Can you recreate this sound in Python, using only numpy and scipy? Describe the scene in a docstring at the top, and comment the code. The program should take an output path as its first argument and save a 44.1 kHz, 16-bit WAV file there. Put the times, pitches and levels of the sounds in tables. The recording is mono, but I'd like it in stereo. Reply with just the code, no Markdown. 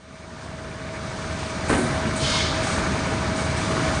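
"""Bottle blow moulding machine

In a hard factory hall drives rumble, a motor whines and the loose parts of a conveyor rattle.
The mould clunks once, a quick run of blows that rings its frame. The blowing air then roars out
through a ringing, whistling silencer, and pneumatic valves hiss on the left.
The sound fades in over the first two seconds."""
import sys
import numpy as np
from scipy import signal
from scipy.fft import rfft, irfft
from scipy.io import wavfile

SR = 44100
rng = np.random.default_rng(int(sys.argv[2]) if len(sys.argv) > 2 else 0)


def wav_out(sig):
    """Save sig, one row per channel (or a flat mono array), as 16-bit PCM at SR to the path in sys.argv[1]."""
    wavfile.write(sys.argv[1], SR, np.round(np.clip(np.atleast_2d(sig).T, -1, 1) * 32767).astype(np.int16))


N = 176400

# load on the machine through its cycle: (time [s], level [dB])
MACHINE_LOAD = [(0, -1.5), (.4, -1.5), (.7, -2.5), (1.1, -2), (1.5, -3), (1.9, 1), (2.2, -2), (2.8, 0),
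                (3.2, -0.9), (3.55, -1), (3.8, 0.7), (4, 1)]
# stereo balance of the hall: (frequency [Hz], left over right [dB])
HALL_PAN = [(60, 2.5), (500, -2.5), (1000, 1.4), (2000, 0.9), (4000, 2.5)]
EXHAUST_PAN_DB = 7
LN_1000 = np.log(1000)  # time constants in a decay of 60 dB


def undb(db):
    """Amplitude grows tenfold with every 20 dB."""
    return 10 ** (np.asarray(db) / 20)


def clock():
    """Uniform sampling: the time of each sample in seconds."""
    return np.arange(N) / SR


def freqs():
    """Fourier analysis: the frequency of each bin, at least 1 Hz."""
    return np.maximum(np.arange(N // 2 + 1) * SR / N, 1)


def unit(x):
    """Normalisation to an rms of 1."""
    return x / np.sqrt(np.mean(x ** 2))


def curve(rows):
    """Amplitude envelope through (time [s], level [dB]) points."""
    return undb(np.interp(clock(), *np.array(rows).T))


def shape(rows):
    """Spectral envelope in dB through (frequency [Hz], level [dB]) points."""
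    hz, db = np.array(rows).T
    return np.interp(np.log(freqs()), np.log(hz), db)


def pan(db):
    """Constant-power panning: two gains for a level of left over right."""
    gains = undb(np.array([[1], [-1]]) * db / 2)
    return gains / np.sqrt(np.mean(gains ** 2, axis=0))


def wander(hz):
    """Random fluctuation: low-passed Gaussian noise of rms 1."""
    lowpass = np.exp(-(freqs() / hz) ** 2 / 2)
    return unit(irfft(rfft(rng.standard_normal(N)) * lowpass, N))


def diffuse(db, pan_db, mic_gap_m=0.17):
    """Diffuse-field noise at two microphones: coherence follows a sinc law, high only in the bass."""
    coherence = .88 * np.sinc(2 * freqs() * mic_gap_m / 343)
    mid, side = rfft(rng.standard_normal((2, N)))
    pair = mid * np.sqrt(1 + coherence) + side * np.sqrt(1 - coherence) * np.array([[1], [-1]])
    return unit(irfft(pair * undb(db) * pan(pan_db), N))


def burst(start, attack, hold, tau):
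    """Exponential relaxation: a linear rise, then decay from `hold` seconds after the start."""
    age = clock() - start
    return np.clip(age / attack, 0, 1) * np.exp(-np.maximum(age - hold, 0) / tau)


def impact(start, t60, attack=.0005):
    """Free decay after a blow: the envelope falls 60 dB in t60 seconds."""
    return burst(start, attack, 0, t60 / LN_1000)


def ring(start, hz, t60):
    """A damped normal mode; higher modes differ more in phase between the microphones."""
    age = np.maximum(clock() - start, 0)
    phase = rng.standard_normal((2, 1)) * min(hz / 550, 2)
    return np.sin(2 * np.pi * hz * age + phase) * impact(start, t60, attack=.0018)


def guard_ripple(depth_db=2.1, width_hz=14):
    """Dense resonances of the steel guards: random peaks and dips in dB, shallower in the bass."""
    bins = N // 2 + 1
    smoothing = np.exp(-(np.arange(bins // 2 + 1) / bins * np.pi * width_hz * N / SR) ** 2 / 2)
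    ripple = unit(irfft(rfft(rng.standard_normal(bins)) * smoothing, bins))
    return depth_db * ripple * np.clip(freqs() / 1000, 0, 1)


def machinery():
    """Amplitude-modulated noise: the din follows the load, the rumble throbs, higher bands flicker."""
    # machinery in the hall: (frequency [Hz], relative spectral level [dB])
    din_spectrum = [(20, -23), (35, -10), (52, -3.5), (66, 0.5), (85, -6), (140, 3), (220, 1), (330, -4),
                    (520, -8.5), (760, -8), (1300, -6.5), (1750, -8), (2000, -12.5), (2300, -12.5),
                    (2700, -17), (4000, -20), (9000, -49)]
    din = rfft(diffuse(shape(din_spectrum) + guard_ripple(), shape(HALL_PAN)))
    band = np.searchsorted(np.geomspace(200, 6400, 13), freqs())
    out = irfft(din * (band == 0), N) * undb(1.5 * wander(hz=5.6))
    for k in range(1, band.max() + 1):
        out = out + irfft(din * (band == k), N) * undb(1.2 * wander(hz=14))
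    return undb(-23.5) * unit(out) * curve(MACHINE_LOAD)


def motors(flutter_hz=18.4):
    """Narrow-band modulation: each hum or whine is a steady tone plus a randomly fluttering part."""
    # drive and motor tones: (frequency [Hz], level [dB], unsteady share [0-1], left over right [dB])
    tones = [(51.8, -51, 0.3, 2), (78.3, -34.5, 0.49, 0.5), (102, -36.5, 0.27, -7.5),
             (138.2, -39, 0.84, -2), (435, -46.5, 0.65, 19), (591.5, -41.5, 0.89, 7),
             (641.4, -34, 0.37, -3.5), (2260, -51.5, 0.5, 1)]
    out = 0
    for hz, db, share, pan_db in tones:
        flutter = np.array([wander(flutter_hz) + 1j * wander(flutter_hz) for _ in range(2)])
        apart = min(hz / 700, 1)  # low tones flutter alike at both microphones
        flutter = apart * flutter + (1 - apart) * flutter[0]
        carrier = np.exp(2j * np.pi * (hz * clock() + rng.random()))
        tone = ((1 - share + share * flutter / 2) * carrier).real
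        swell = undb(1.3 * wander(hz=6))
        out = out + undb(db) * unit(tone * swell) * pan(pan_db)
    return out


def conveyor(knocks_per_s=24, spread_db=6, knock_t60=.07):
    """Incoherent impacts add in power: loose chain parts rattle, and grippers strike the guards."""
    # resonances of the loose parts: (frequency [Hz], half-width [Hz], level [dB])
    loose_parts = [(430, 130, -42), (900, 290, -38.5), (1250, 200, -38.5), (1610, 350, -39),
                   (2310, 190, -42.5)]
    # struck steel guards: (frequency [Hz], relative spectral level [dB])
    guard_spectrum = [(150, -14), (400, 5.5), (1300, 8), (2200, 2), (3500, -9), (9000, -14)]
    # gripper clacks: (time [s], level [dB])
    clacks = [(2.778, -26.5), (3.084, -31), (3.569, -29), (3.71, -23), (3.766, -29), (3.879, -28)]
    decay = np.exp(-2 * LN_1000 / (knock_t60 * SR))  # power left after one sample
    rattle = 0
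    for hz, width, db in loose_parts:
        stretch, size = rng.uniform(-1, 1, (N // 100, 2)).T
        times = np.cumsum(1 + stretch) / knocks_per_s
        knocks = np.bincount((times * SR).astype(int), undb(spread_db * size), N)[:N]
        power = signal.lfilter([1], [1, -decay], knocks ** 2)
        resonance_db = -20 * np.log10(1 + ((freqs() - hz) / width) ** 2)
        body = diffuse(guard_ripple() + resonance_db, shape(HALL_PAN))
        rattle = rattle + undb(db) * unit(np.sqrt(power) * body)
    steel = diffuse(shape(guard_spectrum) + 2 * guard_ripple(), shape(HALL_PAN))
    strikes = sum(undb(db) * impact(start, t60=.14) for start, db in clacks)
    return rattle * curve(MACHINE_LOAD) + steel * strikes


def valves(pivot_hz=7000):
    """Turbulent jet noise: air leaks continuously and the cylinder valves let out short puffs."""
    # hiss of the leak: (frequency [Hz], relative spectral level [dB])
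    leak_spectrum = [(1500, -36), (2800, -6.5), (3500, 0), (5000, 2), (6500, 0.5), (7200, -2), (8800, -3.5),
                     (9600, -6.5), (10300, -34)]
    # strength of the leak: (time [s], level [dB])
    leak_level = [(0, -35), (.42, -35.5), (.6, -37.5), (.9, -37.5), (1.2, -34.5), (1.45, -36), (1.6, -35),
                  (2.05, -36), (2.8, -34), (3.2, -36), (3.6, -35), (4, -32)]
    # hiss of a puff: (frequency [Hz], relative spectral level [dB])
    puff_spectrum = [(1500, -31), (3000, -12.5), (5000, -3.5), (7000, 2.5), (8300, 6.5), (9300, 5),
                     (10300, -9.5)]
    # valve openings: (time [s], length [s], level [dB], decay constant [s], tilt [dB/octave])
    puffs = [(0.408, .04, -37.5, .04, -13), (1.38, 0.087, -34.5, .05, -18), (1.679, 0.053, -29.5, 0.087, 4),
             (1.768, 0.025, -26.5, 0.11, 15), (2.153, 0.022, -30.5, .05, -2), (2.198, .19, -33, .04, -8),
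             (2.623, .13, -31, 0.055, -12.5), (3.354, 0.063, -34.5, 0.049, -12),
             (3.56, .03, -33.5, 0.12, -13)]
    # stereo balance of the air: (frequency [Hz], left over right [dB])
    air_pan = [(2000, 6), (3300, 9.5), (5000, 10.5), (6500, 8), (7400, 2.5), (8600, 11.5), (10000, -2)]
    leak = diffuse(shape(leak_spectrum) + guard_ripple(), shape(air_pan))
    out = leak * curve(leak_level) * undb(.5 * wander(hz=15))
    octaves = np.log2(np.maximum(freqs(), 2000) / pivot_hz)
    for start, length, db, tau, tilt in puffs:
        hiss = diffuse(shape(puff_spectrum) + tilt * octaves, shape(air_pan))
        out = out + undb(db) * hiss * burst(start, attack=.012, hold=length, tau=tau)
    return out


def whistle(pitch_hz=2168, sway_hz=12, width_hz=40):
    """A hoarse edge tone in the silencer at full flow, its pitch swaying with the turbulence."""
    phase = 2 * np.pi * np.cumsum(pitch_hz + sway_hz * wander(hz=15)) / SR
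    tone = np.array([wander(width_hz) * np.cos(phase) + wander(width_hz) * np.sin(phase)
                     for _ in range(2)])
    envelope = burst(start=2.25, attack=.04, hold=.175, tau=.03)
    return undb(-29.5) * tone * pan(EXHAUST_PAN_DB / 2) * envelope


def exhaust():
    """Cavity resonance: high-pressure air surges out of the mould and rings the silencer."""
    # roar of the blowing air: (frequency [Hz], relative spectral level [dB])
    roar_spectrum = [(900, -5.5), (1600, 0), (1900, -2.5), (2600, -2.5), (3300, 5), (4000, 4), (5000, 1.5),
                     (5500, -1.5), (6900, -4.5), (8000, -16), (10000, -31)]
    # silencer resonances: (frequency [Hz], width [Hz], height over the roar [dB])
    cavities = [(3058, 22, 11), (3394, 30, 6), (3680, 42, 6), (4244, 22, 6), (4412, 32, 7), (4800, 54, 5),
                (4930, 24, 6), (5202, 30, 11), (6490, 50, 6)]
    peaks_db = sum(db / (1 + (2 * (freqs() - hz) / width) ** 2) for hz, width, db in cavities)
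    air = diffuse(shape(roar_spectrum) + peaks_db, EXHAUST_PAN_DB)
    return undb(-22.5) * air * burst(start=2.18, attack=.078, hold=.23, tau=.14)


def mould():
    """Impact excitation: the frame's modes ring, loose parts crash, the base thuds, steel cracks."""
    # blows: (time [s], ring [dB], crash [dB], thud [dB], crack [dB], contact cutoff [Hz])
    blows = [(1.694, -30.5, -17.5, -49, -16, 3500), (1.7002, -14, -22, -30, -15, 1100),
             (1.7098, -26, -25.5, -45, -13, 2980), (1.726, -31, -16, -35, -23, 2000),
             (1.737, -30, -23, -15, -17, 1500), (1.766, -20, -36, -43, -34, 600),
             (1.787, -17, -24, -40, -35, 1100)]
    # modes of the mould frame: (frequency [Hz], relative level [dB], T60 [s])
    frame_modes = [(157, -8.5, 0.24), (238.3, -3, 0.56), (276.5, 0.5, 0.12), (302, -3.5, 0.16),
                   (367, -4, 0.33), (444, -7, 0.24), (598, -14, 0.58), (720, -9.5, 0.88), (951, -13, 0.27),
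                   (1100, -19, 0.3), (1294, -5, 0.47), (1545, -0.5, 0.57)]
    # shaken loose parts: (frequency [Hz], relative spectral level [dB])
    crash_spectrum = [(60, -20), (180, 6), (280, -6), (500, 2), (800, 3), (1600, -3), (2200, -5),
                      (3000, -12.5), (5000, -20.5), (9000, -27)]
    # contact of steel on steel: (frequency [Hz], relative spectral level [dB])
    crack_spectrum = [(300, -2), (900, 7), (1700, 2), (2600, -11), (3700, -11), (4400, -6), (5200, -14),
                      (9000, -20)]
    out = 0
    for start, ring_db, crash_db, thud_db, crack_db, cutoff_hz in blows:
        # a softer contact has a lower cutoff and excites the high modes less
        frame = sum(undb(db) / (1 + (hz / cutoff_hz) ** 2) * ring(start, hz, t60)
                    for hz, db, t60 in frame_modes)
        clatter = diffuse(shape(crash_spectrum) + guard_ripple(), shape(HALL_PAN))
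        crash = clatter * impact(start, t60=.24, attack=.003)
        thud = ring(start, hz=70, t60=.11)
        crack = diffuse(shape(crack_spectrum), shape(HALL_PAN)) * impact(start, t60=.035)
        out = out + undb(ring_db) * frame + undb(crash_db) * crash
        out = out + undb(thud_db) * thud + undb(crack_db) * crack
    return out


def scene():
    """Superposition: the pressures of all the sources add."""
    return machinery() + conveyor() + motors() + valves() + exhaust() + whistle() + mould()


def record(dry, fade_in_s=2.237, fade_out_s=.006, top_hz=10300):
    """Linear filtering and gain: two dips in the microphone's treble, fades and a steep top cut."""
    # dips in the microphone's response: (frequency [Hz], width [Hz], gain [dB])
    mic_dips = [(5330, 140, -2), (7570, 280, -11.5)]
    dips_db = sum(db * np.exp(-(2 * (freqs() - hz) / width) ** 2) for hz, width, db in mic_dips)
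    coloured = irfft(rfft(dry) * undb(dips_db), N)
    fade = np.interp(clock(), [0, fade_in_s, N / SR - fade_out_s, N / SR], [.086, 1, 1, 0])
    lowpass = signal.ellip(10, .2, 80, top_hz, fs=SR, output="sos")
    return signal.sosfilt(lowpass, coloured * fade)


dry = scene()
out = record(dry)
wav_out(out)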